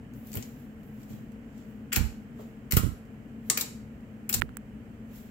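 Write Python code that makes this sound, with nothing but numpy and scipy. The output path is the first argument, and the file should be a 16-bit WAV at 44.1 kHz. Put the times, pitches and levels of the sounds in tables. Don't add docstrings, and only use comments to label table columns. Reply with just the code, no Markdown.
import sys
import numpy as np
from scipy import signal
from scipy.fft import rfft, irfft
from scipy.io import wavfile
from scipy.ndimage import uniform_filter1d

SR = 44100
rng = np.random.default_rng(int(sys.argv[2]) if len(sys.argv) > 2 else 0)


def wrap_up_sound(samples):
    columns = np.atleast_2d(samples).T
    tamed = np.clip(columns, -1, 1)
    steps = np.round(tamed * 32767).astype(np.int16)
    wavfile.write(sys.argv[1], SR, steps)


N = 233756
TIME = np.arange(N) / SR

# (frequency [Hz], level [dB])
BODY_COLOUR = [(200, -19), (600, -26), (1300, 2), (2400, 9), (3400, 10), (5000, -22.5)]
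CRACK_COLOUR = [(2200, -11.5), (3700, 5.5), (5200, 5), (6400, 6.5), (7400, 11.5), (8500, 0.5), (9700, -12),
                (12000, -34)]
SIZZLE_COLOUR = [(7500, -27.5), (9800, -15.5), (11500, -9.5), (13500, -3), (15200, -5), (17000, -12.5)]


def undb(db):
    return 10 ** (np.asarray(db) / 20)


def unit(x):
    return x / np.sqrt(np.mean(x ** 2) + 1e-20)


def blow(x):
    return x * np.sqrt(SR / 1000 / (np.sum(x ** 2) + 1e-20))


def on_log(hz, points):
    f, value = np.transpose(points)
    return np.interp(np.log(hz + 1e-3), np.log(f), value)


def colour(x, points):
    size = x.shape[-1]
    gain = undb(on_log(np.fft.rfftfreq(size, 1 / SR), points))
    return irfft(rfft(x) * gain, size)


def strike(x, points, size=512):
    gain = undb(on_log(np.fft.rfftfreq(size, 1 / SR), points))
    cepstrum = irfft(np.log(gain))
    cepstrum[1:size // 2] *= 2
    cepstrum[size // 2 + 1:] = 0
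    impulse = irfft(np.exp(rfft(cepstrum)))
    return signal.fftconvolve(x, impulse)[:len(x)]


def ring(x, hz, q):
    return signal.lfilter(*signal.iirpeak(hz, q, fs=SR), x)


def grains(size, spread_db):
    return rng.standard_normal(size) * undb(spread_db * rng.standard_normal(size))


def add(out, s, sound):
    i = int(s * SR)
    out[..., i:i + sound.shape[-1]] += sound[..., :N - i]


def pop(length, body_db, sizzle_db, film_db, size=2048):
    t = np.arange(size) / SR
    opening = np.minimum(t / (0.0002 + 0.15 * length), 1)
    run = np.exp(-np.maximum(t - length, 0) / .00043)
    scatter = undb(-11) * np.exp(-t / 0.0065)
    tearing = opening * (run + scatter)
    crackle = np.clip(unit(grains(size, spread_db=9.5)), -9, 9)
    settling = crackle * opening * np.exp(-t / 0.013)
    tear = unit(grains(size, spread_db=5.5)) * tearing + undb(-11.5) * settling
    ranges = ((BODY_COLOUR, body_db), (CRACK_COLOUR, 0), (SIZZLE_COLOUR, sizzle_db))
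    snap = sum(undb(db) * blow(strike(tear, points, size=256)) for points, db in ranges)
    film = ring(grains(size, spread_db=7.0) * tearing, hz=7530, q=14)
    return blow(snap + undb(film_db) * blow(film))


def pops(count=2):
    # (time [s], length [s], strength over 1 ms [dB], body [dB], sizzle [dB], film ring [dB])
    bursts = [(0.33, .002, -33.5, -6.5, 3, 2), (0.353, 0.0036, -23, 3, 23, -15),
              (0.371, 0.002, -26, 0.5, 7.5, -19), (0.425, 0.0033, -33, -9.5, -26, -28),
              (1.9192, 0.0062, -27, 7.5, -2, -19), (1.927, 0.0079, -13, -0.5, 3.5, -1),
              (1.942, 0.019, -21.5, -1, -12, -19), (1.9599, 0.00035, -13.5, -11, 0, -24),
              (1.962, 0.0033, -11.5, 1, 7, -9), (2.709, 0.0068, -17.5, -7, 6.5, -8),
              (2.7208, 0.0031, -13, -3, 4.5, -5.5), (2.738, 0.0022, -19.5, -13, 8.5, -13.5),
              (2.766, 0.00041, -18.5, -9.5, 8, -14.5), (2.7682, 0.0012, -9.5, -5.5, 12.5, -12),
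              (2.7695, 0.0052, -14, -2.5, 0.5, 0), (3.499, .0033, -6.5, -10, -0.5, 7.5),
              (3.5727, 0.0054, -12.5, -5, 0, -13), (3.596, 0.009, -21, -28, 8, -10),
              (3.609, 0.0073, -13.5, -35, 1, -16), (4.292, 0.00043, -17.5, -13, 18, 10),
              (4.2939, 0.0052, -18, 0, 9.5, -8), (4.327, 0.0042, -15.5, -16.5, 5.5, 3),
              (4.3389, 0.0088, -8.5, -12, 4.5, 0.5)]
    out = np.zeros((count, N))
    for s, length, db, body_db, sizzle_db, film_db in bursts:
        for direction in out:
            add(direction, s, undb(db) * pop(length, body_db, sizzle_db, film_db))
    return out


def cavities():
    # (time [s], level before decay [dB], starting pitch [Hz], time to fall 60 dB [s])
    openings = [(0.425, -26, 5750, .004), (1.921, -22, 1650, .009), (1.964, -18.5, 1600, .012),
                (1.966, -29, 850, .016), (2.72, -23, 2400, .01), (2.771, -15.5, 1360, .015),
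                (3.503, -25, 1190, .016), (3.576, -18, 2330, .009)]
    out, t = np.zeros(N), np.arange(4096) / SR
    for s, db, hz, t60 in openings:
        pitch = hz * (1 - .08 * (1 - np.exp(-t / .012)))
        swell = np.minimum(t / 0.0011, 1) * undb(db - 60 * t / t60)
        add(out, s, swell * np.sin(2 * np.pi * np.cumsum(pitch) / SR))
    return out


def microphones(waves):
    glancing = strike(waves[1], [(500, -8.0), (2000, -1.5), (4500, -3.5), (8000, -8), (15000, -5.5)])
    right = undb(-20) * np.roll(waves[0], 4) + np.roll(glancing, 10)
    return np.array([waves[0], right])


def peeling():
    # (time it lets go [s], build-up [s], relative strength
    # [dB], crackle against sizzle [dB])
    peels = [(0.16, .05, -59.5, -13), (0.28, 0.17, -53, -11.5), (0.36, 0.14, -46.5, -7.5),
             (0.60, 0.33, -62.5, -8.5), (0.88, 0.34, -66, -20), (1.02, 0.36, -63, -6.5),
             (1.10, 0.065, -56.5, -5), (1.16, .1, -79, 4), (1.60, 0.35, -70, 2), (1.7, 0.24, -69, -11),
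             (2.405, 0.12, -62, -2), (3.49, 0.15, -58, -9), (5.16, .15, -54, -7), (5.28, 0.38, -73.5, 2)]
    # (time [s], strength over 1 ms [dB])
    ticks = [(.137, -51), (0.27, -48.5), (0.318, -41), (0.34, -32.5), (0.833, -56), (1.017, -56),
             (1.032, -49), (1.319, -54.5), (1.578, -53), (3.052, -60), (4.008, -62)]
    range_db, release_s = 37, 0.31
    out, sizzle, crackle = np.zeros((2, N)), 0, 0
    for s, build_s, db, crackle_db in peels:
        away = np.maximum((s - TIME) / build_s, (TIME - s) / release_s)
        pull = undb(db - range_db * away)
        sizzle = np.hypot(sizzle, pull)
        crackle = np.hypot(crackle, undb(crackle_db) * pull)
    layers = ((sizzle, -1.5, SIZZLE_COLOUR), (crackle, -0.5, CRACK_COLOUR), (crackle, -5, BODY_COLOUR))
    for level, db, points in layers:
        out += undb(db) * level * unit(colour(grains((2, N), spread_db=7.0), points))
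    for s, db in ticks:
        for channel in out:
            add(channel, s, undb(db) * pop(length=0.00051, body_db=-9.5, sizzle_db=1.5, film_db=-10))
    return out


def puffs(size=16384):
    # (time [s], level [dB], middle of the wandering rate [Hz], hold [s])
    gusts = [(1.97, -19, 74.3, 0.039), (2.732, -18, 63.5, 0.017), (2.768, -9, 107, 0.0046),
             (2.794, -22.5, 82.5, 0.012), (2.834, -19, 91.6, 0.028), (4.35, -30.5, 62.9, 0.048),
             (4.417, -31, 132.4, 0.016)]
    turbulence_colour = [(25, -10), (60, 8), (250, -14.5), (600, -34.5), (1500, -42), (5000, -45.0)]
    attack_s = 0.0016
    out, t = np.zeros(N), np.arange(size) / SR
    for s, db, hz, hold in gusts:
        wander = unit(uniform_filter1d(rng.standard_normal(size), 200))
        phase = 2 * np.pi * np.cumsum(hz * np.exp(0.3 * wander)) / SR
        swell = np.minimum(t / attack_s, 1) * np.exp(-np.maximum(t - hold, 0) / hold)
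        pressure = np.sin(phase) - 0.55 * np.cos(2 * phase) + 0.5 * np.sin(.68 * phase)
        turbulence = unit(colour(rng.standard_normal(size), turbulence_colour))
        eddy = unit(swell * (pressure + undb(-4.0) * turbulence))
        add(out, s, undb(db) * eddy * np.sqrt(np.mean(swell ** 2)))
    return np.outer([undb(-25.5), 1], out)


def thuds():
    # (time [s], relative level before decay [dB], pitch [Hz], time to fall 60 dB [s])
    landings = [(0.344, -33, 255, 0.42), (0.363, -21, 109, 0.14), (0.377, -29.5, 192, 0.06),
                (1.1, -35.5, 122.4, 0.68), (1.964, -30, 254, 0.11), (2.39, -38, 428, 0.24),
                (2.77, -25, 268, 0.11), (3.502, -41, 325, .15)]
    out, t = np.zeros((2, N)), np.arange(8192) / SR
    for s, db, hz, t60 in landings:
        slap_hz = hz * 1.1
        noises = rng.standard_normal((2, len(t)))
        slap = np.array([unit(ring(ring(noise, slap_hz, q=.8), slap_hz, q=.8)) for noise in noises])
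        push = np.minimum(t / 0.0019, 1) * undb(db - 60 * t / t60)
        add(out, s, push * (0.47 * np.sin(2 * np.pi * hz * t) + 0.41 * slap))
    return out


def knocks():
    # (time [s], peak of the case note [dB], pitch [Hz], time to fall 60 dB [s], tick against case [dB])
    taps = [(4.414, -28, 2210, .002, 0), (4.4198, -4.5, 1730, 0.0034, -30),
            (4.4219, -17, 1440, 0.0073, -9.5), (4.492, -33.5, 1400, 0.0061, -18),
            (4.5697, -24, 1480, 0.0035, 0.5)]
    tick_colour = [(1000, -17), (4000, -14), (8000, 11), (14000, 6), (15500, 16), (17000, -27)]
    out, t = np.zeros(N), np.arange(1024) / SR
    for s, db, hz, t60, tick_db in taps:
        attack = np.minimum(t / 0.000227, 1) ** 2
        case = -np.sin(2 * np.pi * hz * t) * attack * undb(-60 * t / t60)
        contact = rng.standard_normal(len(t)) * np.minimum(t / 0.0001, 1) * np.exp(-t / 0.001)
        tick = strike(contact, tick_colour)
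        add(out, s, undb(db) * case / np.abs(case).max())
        add(out, s + .0001, undb(db + tick_db) * tick / np.abs(tick).max())
    return np.outer([undb(-34), 1], out)


def room(x, size=32768):
    # (frequency [Hz], level [dB])
    answer = [(100, -11.5), (400, 12), (600, -0.5), (830, 3.5), (1300, -0.5), (2500, -4.5), (4500, -6),
              (7400, -8.5), (10000, -6.5), (15000, -3.5)]
    # (frequency [Hz], time to fall 60 dB [s])
    decay = [(150, 0.61), (1200, 0.42), (3000, 0.37), (7000, 0.49), (11000, 0.16), (15000, 0.1)]
    t, hz = np.arange(size) / SR, np.fft.rfftfreq(size, 1 / SR)
    centres = np.geomspace(250, 16000, 7)
    density = np.clip((t / 0.048) ** 2, .04, 1)
    echoes = rng.standard_normal((2, size)) * (rng.random((2, size)) < density) / np.sqrt(density)
    spectrum = rfft(echoes * (t > .003) * (1 + 1.7 * np.exp(-t / 0.01)))
    tails = 0
    for centre, share in zip(centres, np.eye(len(centres))):
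        band = irfft(spectrum * np.interp(hz, centres, share), size)
        tails = tails + band * np.exp(-np.log(1000) * t / on_log(centre, decay))
    tails = np.array([strike(tail / np.sqrt(np.sum(tail ** 2)), answer) for tail in tails])
    return signal.fftconvolve(x[None], tails, axes=1)[:, :N]


def background():
    # (frequency [Hz], relative level [dB])
    hum_tones = [(59.2, -58.5), (215.3, -51), (452.2, -62.5)]
    # (frequency [Hz], relative density [dB per Hz])
    rumble_colour = [(15, -45.5), (25, -11.5), (59, -12), (86, -12.5), (123, -7), (188, -13.5), (220, 1.5),
                     (251, -8), (298, -12.5), (321, -22.5), (461, -20.5), (800, -34), (1040, -67),
                     (1760, -120)]
    # (frequency [Hz], relative density [dB per Hz])
    left_hiss = [(300, -2), (700, 1.5), (1100, 2), (1900, -1), (2400, -11.5), (3200, -17.5), (7600, -21),
                 (8800, -32.5), (11000, -26.5), (13500, -19), (15500, -26.5)]
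    right_hiss = [(300, -18.5), (650, 4), (1100, -6), (1600, 0.5), (3050, -4.5), (3600, -19.5), (5500, -23),
                  (7700, -15.5), (8800, -22), (11000, -23.5), (14000, -19.5)]
    waver_colour = [(3, -13.5), (14, -9.5), (40, -23.0), (150, -86.5)]
    noise = rng.standard_normal(N) + 0.25 * rng.standard_normal((2, N))
    rumble = undb(-44.0) * unit(colour(noise, rumble_colour))
    hiss = [undb(db) * unit(colour(rng.standard_normal(N), points))
            for points, db in ((left_hiss, -60.5), (right_hiss, -59.5))]
    hum = 0
    for hz, db in hum_tones:
        waver = unit(colour(rng.standard_normal(N), waver_colour))
        tone = np.sin(2 * np.pi * (hz * TIME + rng.random()))
        hum = hum + undb(db) * (1 + 0.44 * waver) * tone
    return (rumble + hum) * undb([[1], [-1]]) + np.array(hiss)


def scene():
    waves, peel = pops() + cavities(), peeling()
    walls = sum(room(wave + peel[k % 2]) for k, wave in enumerate(waves)) / np.sqrt(len(waves))
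    cut_from_s, cut_to_s = 4.403, 5.07
    tail_gate = uniform_filter1d(1. * ((TIME < cut_from_s) | (TIME > cut_to_s)), size=64)
    return microphones(waves) + peel + tail_gate * walls + thuds() + puffs() + knocks() + background()


def record(dry):
    no_sub = signal.sosfilt(signal.butter(4, 36, "high", fs=SR, output="sos"), dry)
    return signal.sosfilt(signal.ellip(8, .2, 70, 15700, fs=SR, output="sos"), no_sub)


dry = scene()
out = record(dry)
wrap_up_sound(out)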